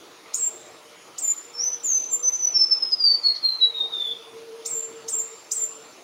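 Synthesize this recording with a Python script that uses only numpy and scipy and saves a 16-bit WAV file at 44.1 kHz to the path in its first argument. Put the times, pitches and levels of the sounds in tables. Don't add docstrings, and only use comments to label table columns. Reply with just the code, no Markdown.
import sys
import numpy as np
from scipy import signal
from scipy.fft import rfft, irfft, next_fast_len
from scipy.io import wavfile
from scipy.ndimage import uniform_filter1d, minimum_filter1d, map_coordinates

SR = 44100
rng = np.random.default_rng(int(sys.argv[2]) if len(sys.argv) > 2 else 0)


def log_audio(samples):
    frames = np.atleast_2d(samples).T
    limited = np.clip(frames, -1, 1)
    pcm = np.round(limited * 32767).astype(np.int16)
    wavfile.write(sys.argv[1], SR, pcm)


N = 265967


def amp(db):
    return 10 ** (np.asarray(db) / 20)


def unit(x):
    return x / np.sqrt(np.mean(x ** 2) + 1e-20)


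def wobble(rate):
    points = rng.standard_normal(int(N * rate / SR) + 4)
    return map_coordinates(points, [np.arange(N) * rate / SR])


def filtered(x, response):
    m = next_fast_len(N + 8192)
    gain = response(np.fft.rfftfreq(m, 1 / SR))
    return irfft(rfft(x, m) * gain, m)[..., :N]


def along(points, hz):
    f, db = np.transpose(points)
    return amp(np.interp(np.log(hz + 1), np.log(f + 1), db))


def add(out, start_s, x):
    part = out[round(start_s * SR):][:len(x)]
    part += x[:len(part)]


def edges(n, fade):
    t = np.arange(n) / SR
    nearest_end = np.minimum(t, t[::-1])
    return np.sin(np.pi / 2 * np.clip(nearest_end / fade, 0, 1)) ** 2


# pitch_hz, relative_db
HISS_COLOR = [(24, -56.5), (60, -36.5), (110, -19), (230, -15.5), (330, -7), (600, -10.5), (1300, -10),
              (1550, -17), (2300, -14.5), (5000, -19), (6800, -21), (7600, -31), (10000, -25.5),
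              (13000, -36.5), (15800, -34)]
# pitch_hz, relative_db
EAR_HISS_COLOR = [(24, -61.5), (40, -25), (362, -4), (1580, -12), (5530, -17), (7840, -16), (10100, -5.5),
                  (15800, -9.5)]


def hiss(color, patchy_db):
    grid = signal.stft(rng.standard_normal(N), nperseg=512)[2]
    patches = uniform_filter1d(rng.standard_normal(grid.shape), 6, 0)
    patches = uniform_filter1d(patches, 14, 1)
    noise = signal.istft(grid * amp(patchy_db * unit(patches)), nperseg=512)[1][:N]
    return unit(filtered(noise, lambda hz: along(color, hz)))


# start_s, length_s, first_pitch_hz, last_pitch_hz, peak_db
LOW_COOS = [(.1, 0.76, 457, 449, -56), (.81, 0.29, 456, 472, -53.5), (1.34, 0.64, 475, 466, -55),
            (2.08, 0.29, 480, 480, -49.5), (2.6, 0.26, 495, 483, -54.5), (3.0, .35, 495, 485, -56),
            (3.5, 0.54, 459, 460, -49.5), (4.05, 1.31, 457, 449.7, -43), (5.41, 0.49, 448.6, 445, -49)]
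# start_s, length_s, first_pitch_hz, last_pitch_hz, peak_db
HIGH_COOS = [(.2, 0.99, 620, 595, -57.5), (1.72, .6, 640, 620, -65), (3.2, 0.29, 585, 597, -61),
             (3.65, 0.58, 595, 660, -58.5), (4.35, 1.0, 602, 598, -59), (5.42, 0.6, 600, 630, -59)]


def dove(rows, steady):
    swell_db, fade_s = 8, 0.018
    coos = np.zeros(N, complex)
    for start_s, length_s, first_hz, last_hz, peak_db in rows:
        u = np.linspace(-1, 1, round(length_s * SR))
        hz = np.interp(u, [-1, 1], [first_hz, last_hz])
        swell = amp(peak_db - swell_db * u ** 2) * edges(len(u), fade_s)
        add(coos, start_s, swell * np.exp(2j * np.pi * np.cumsum(hz) / SR))
    paths = steady + wobble(30) + 1j * wobble(30)
    paths = paths / np.sqrt(np.mean(np.abs(paths) ** 2))
    return np.sqrt(2) * np.real(coos * paths)


# pitch_hz, second_db, third_db, fourth_db
OVERTONE_LEVELS = [(3480, -36, -36.5, -34), (3830, -52, -57.5, -46.5), (4180, -42.5, -39.5, -51),
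                   (5200, -44, -50.5, -60), (6040, -35.5, -62.5, -60.5), (7430, -23.5, -62, -63)]


def held_overtones(hz):
    at, *levels = np.transpose(OVERTONE_LEVELS)
    return [np.interp(hz, at, db) for db in levels]


def whistle(hz, db, overtones_db):
    phase = 2 * np.pi * (np.cumsum(hz) / SR + rng.random())
    tone = np.sin(phase)
    for k, level_db in enumerate(overtones_db, 2):
        tone = tone + amp(level_db) * np.sin(k * phase) * (k * hz < SR / 2)
    return np.sqrt(2) * amp(db) * tone


# start_s, rise_s, top_pitch_hz, held_pitch_hz, settling_s, length_s, sweep_db, held_db, waver_hz
CHIP_CALLS = [(0.333, 0.029, 9000, 7358, 0.027, .15, -24.5, -26.5, 22),
              (1.175, 0.026, 8930, 7116, 0.017, 0.15, -30.5, -20.5, 22.8),
              (4.648, 0.032, 8820, 7297, 0.026, 0.15, -24.5, -25, 30),
              (5.077, 0.026, 8990, 7270, 0.02, 0.13, -23.5, -23.5, 130.6),
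              (5.507, 0.027, 9020, 7243, .025, .15, -24, -25, 34.4)]
# time_in_rises, share_of_climb, db_against_sweep, octave_db, roughness_db
CHIP_SWEEP = [(0, 0.08, -28.5, 9, 9), (.1, 0.0027, -27.5, 13, -2.5), (.25, 0.35, -7.5, -10.5, 3.5),
              (.43, .69, 2.5, -21, 4), (.75, .93, -9, -21.5, 7), (1, 0.93, -18, -23, 4.5)]


def chips():
    base_hz = 2697
    out, waver, rasp, jitter = np.zeros(N), wobble(45), wobble(700), wobble(900)
    at, climb, shape_db, octave_db, rough_db = np.transpose(CHIP_SWEEP)
    for start_s, rise_s, top_hz, held_hz, settle_s, length_s, sweep_db, held_db, waver_hz in CHIP_CALLS:
        t = np.arange(round(length_s * SR)) / SR
        now = slice(round(start_s * SR), round(start_s * SR) + len(t))
        u = t / rise_s
        grit_hz = 260 * jitter[now] * np.interp(u, [1, 1.8], [1, 0])
        share = uniform_filter1d(np.interp(u, at, climb), size=150, mode="nearest")
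        up = base_hz + (top_hz - base_hz) * share
        down = held_hz + (top_hz - held_hz) / np.cosh(1.9 * (t - rise_s) / settle_s)
        down = down + waver_hz * waver[now]
        hz = np.where(u < 1, up, down) + grit_hz
        db = np.interp(u, [*at, 2.2, 3.5], [*(sweep_db + shape_db), held_db, held_db])
        db = db + np.interp(u, [*at, 2.2], [*rough_db, .7]) * rasp[now]
        second_db = np.interp(u, [*at, 1.6], [*octave_db, held_overtones(held_hz)[0]])
        chip = whistle(hz, db, [second_db, second_db - 18])
        add(out, start_s, edges(len(t), fade=0.0018) * chip)
    return out


# start_s, center_hz, width_hz, length_s, level_db
TICK_CALLS = [(2.352, 6400, 890, 0.023, -35), (2.573, 5380, 696, 0.068, -33.5),
              (2.829, 4760, 706, .02, -39), (2.913, 5220, 1480, 0.021, -37),
              (3.13, 5070, 910, 0.016, -35.5), (3.352, 4660, 1076, 0.023, -32),
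              (3.995, 4240, 900, 0.016, -44)]
# start_s, pitch_hz,
# length_s, level_db
PEEP_CALLS = [(.5, 6850, .2, -66), (.95, 6850, .13, -66), (3.18, 6850, .12, -66), (5.33, 5450, .018, -53),
              (5.445, 5450, .018, -53), (5.68, 5450, .015, -56), (5.793, 5450, .018, -54),
              (5.922, 5450, .016, -54)]


def neighbours():
    out = np.zeros(N)
    for start_s, hz, width_hz, length_s, db in TICK_CALLS:
        t = np.arange(round(2 * length_s * SR)) / SR
        f = np.fft.rfftfreq(len(t), 1 / SR)
        band = np.exp(-((f - hz) / width_hz) ** 2)
        burst = unit(irfft(rfft(rng.standard_normal(len(t))) * band, len(t)))
        add(out, start_s, amp(db) * burst * np.exp(-2 * t / length_s) * edges(len(t), fade=0.00054))
    for start_s, hz, length_s, db in PEEP_CALLS:
        t = np.arange(round(length_s * SR)) / SR
        tone = np.sqrt(2) * np.sin(2 * np.pi * hz * t)
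        add(out, start_s, amp(db) * tone * edges(len(t), fade=0.0039))
    return out


# start_s, length_s, first_pitch_hz, last_pitch_hz, glide_s, loudest_after_s, peak_db
SONG_NOTES = [(1.527, 0.082, 5400, 5270, .03, .04, -35), (1.572, 0.18, 5220, 6050, 0.039, .07, -21),
              (1.832, 0.21, 7370, 6114, .055, .11, -18.5), (2.099, 0.079, 7480, 7240, .016, .03, -21),
              (2.223, 0.14, 6070, 6110, 0.041, 0.058, -18.5), (2.383, .12, 6030, 5952, 0.16, 0.066, -15.5),
              (2.533, .13, 5388, 5265, 0.12, .065, -15.5), (2.695, 0.071, 5298, 5250, .1, 0.03, -12.5),
              (2.803, 0.055, 5210, 5100, 0.11, 0.025, -16.5), (2.909, 0.045, 5060, 5000, .1, .022, -15.5),
              (2.991, .17, 4916, 4530, .066, .07, -12.5), (3.228, 0.091, 4388, 4307, 0.067, .042, -15),
              (3.422, .135, 4250, 4112, .065, 0.032, -16), (3.6, 0.081, 3942, 3843, .1, 0.033, -14),
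              (3.735, 0.1, 3818, 3680, .05, .075, -20), (3.91, .215, 3720, 3410, .12, .165, -24)]


def song():
    attack_s, release_s = 0.014, 0.014
    attack_db, release_db = 21.5, 15.5
    swell_db, wane_db = 6.5, 7.5
    knee = 1.6
    out, waver, flutter, grit = np.zeros(N), wobble(60), wobble(70), wobble(150)
    for start_s, length_s, first_hz, last_hz, glide_s, loudest_s, peak_db in SONG_NOTES:
        t = np.arange(round(length_s * SR)) / SR
        now = slice(round(start_s * SR), round(start_s * SR) + len(t))
        glided = 1 - np.exp(-(t / glide_s) ** knee)
        glided = glided / (1 - np.exp(-(length_s / glide_s) ** knee))
        loudest_s = np.clip(loudest_s, attack_s, length_s - release_s)
        times = [0, attack_s, loudest_s, length_s - release_s, length_s]
        below_peak = [swell_db + attack_db, swell_db, 0, wane_db, wane_db + release_db]
        db = peak_db - np.interp(t, times, below_peak)
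        weak = np.clip((-21.5 - db) / 12, 0, 1)
        hz = first_hz + (last_hz - first_hz) * glided
        hz = hz + 15 * waver[now] + 80 * weak * grit[now]
        level_db = db + (0.66 + 2.7 * weak) * flutter[now]
        note = whistle(hz, level_db, held_overtones(hz))
        add(out, start_s, edges(len(t), fade=0.0022) * note)
    return out


# start_s, level_db, treble_cut_hz
TWIG_CLICKS = [(3.291, -40, 5000), (3.423, -45, 15000), (3.438, -37, 6000), (3.449, -38, 5500)]


def twigs():
    t60_s = .004
    out, t = np.zeros(N), np.arange(SR // 100) / SR
    for start_s, db, top_hz in TWIG_CLICKS:
        crack = amp(db - 60 * t / t60_s) * rng.standard_normal(len(t))
        b, a = signal.butter(2, top_hz, fs=SR)
        add(out, start_s, signal.lfilter(b, a, crack))
    return out


# delay_s, level_db
NEAR_BOUNCES = [(.002, -19.5), (.0076, -10.5), (.013, -10)]


def bounces(x):
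    return sum(amp(db) * np.pad(x, (round(delay_s * SR), 0))[:N] for delay_s, db in NEAR_BOUNCES)


# level_db, time_to_fade_60_db_s
ECHO_LAYERS = [(-3, 0.23), (-10.5, 0.7)]


def forest(x):
    hop = SR // 5
    t = np.arange(SR) / SR
    window = np.hanning(2 * hop + 1)[:-1]
    padded = np.pad(x, (hop, 2 * hop))
    echo = np.zeros(len(padded) + SR)
    for k in range(0, N + hop, hop):
        tail = np.zeros(SR)
        for db, t60_s in ECHO_LAYERS:
            layer = rng.standard_normal(SR) * amp(-60 * t / t60_s) * (1 - np.exp(-t / 0.00064))
            tail += amp(db) * layer / np.linalg.norm(layer)
        add(echo, k / SR, signal.fftconvolve(padded[k:k + 2 * hop] * window, tail))
    return echo[hop:hop + N]


# pitch_hz, level_db
BLUR_GAIN = [(3000, -73), (7000, -56.5), (8500, -8.5), (13000, -1.5), (15800, -5.5)]


def treble_blur(x):
    smeared = forest(x)
    return filtered(smeared, lambda hz: along(BLUR_GAIN, hz))


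def scene():
    direct_db, hiss_db, ear_hiss_db = -3, -48, -63
    birds = chips() + neighbours() + song() + twigs()
    mid = amp(direct_db) * birds + bounces(birds) + forest(birds)
    mid = mid + dove(LOW_COOS, steady=1.2) + dove(HIGH_COOS, steady=.6)
    mid = mid + amp(hiss_db) * hiss(HISS_COLOR, patchy_db=2.5)
    side = amp(ear_hiss_db) * hiss(EAR_HISS_COLOR, patchy_db=2.5) + treble_blur(birds)
    return np.array([mid + side, mid - side])


def record(dry):
    limit_db, top_hz = -9, 15800
    needed = np.minimum(1, amp(limit_db) / (np.abs(dry).max(axis=0) + 1e-9))
    gain = uniform_filter1d(minimum_filter1d(needed, size=400), size=300)
    return filtered(dry * gain, lambda hz: hz < top_hz)


dry = scene()
out = record(dry)
log_audio(out)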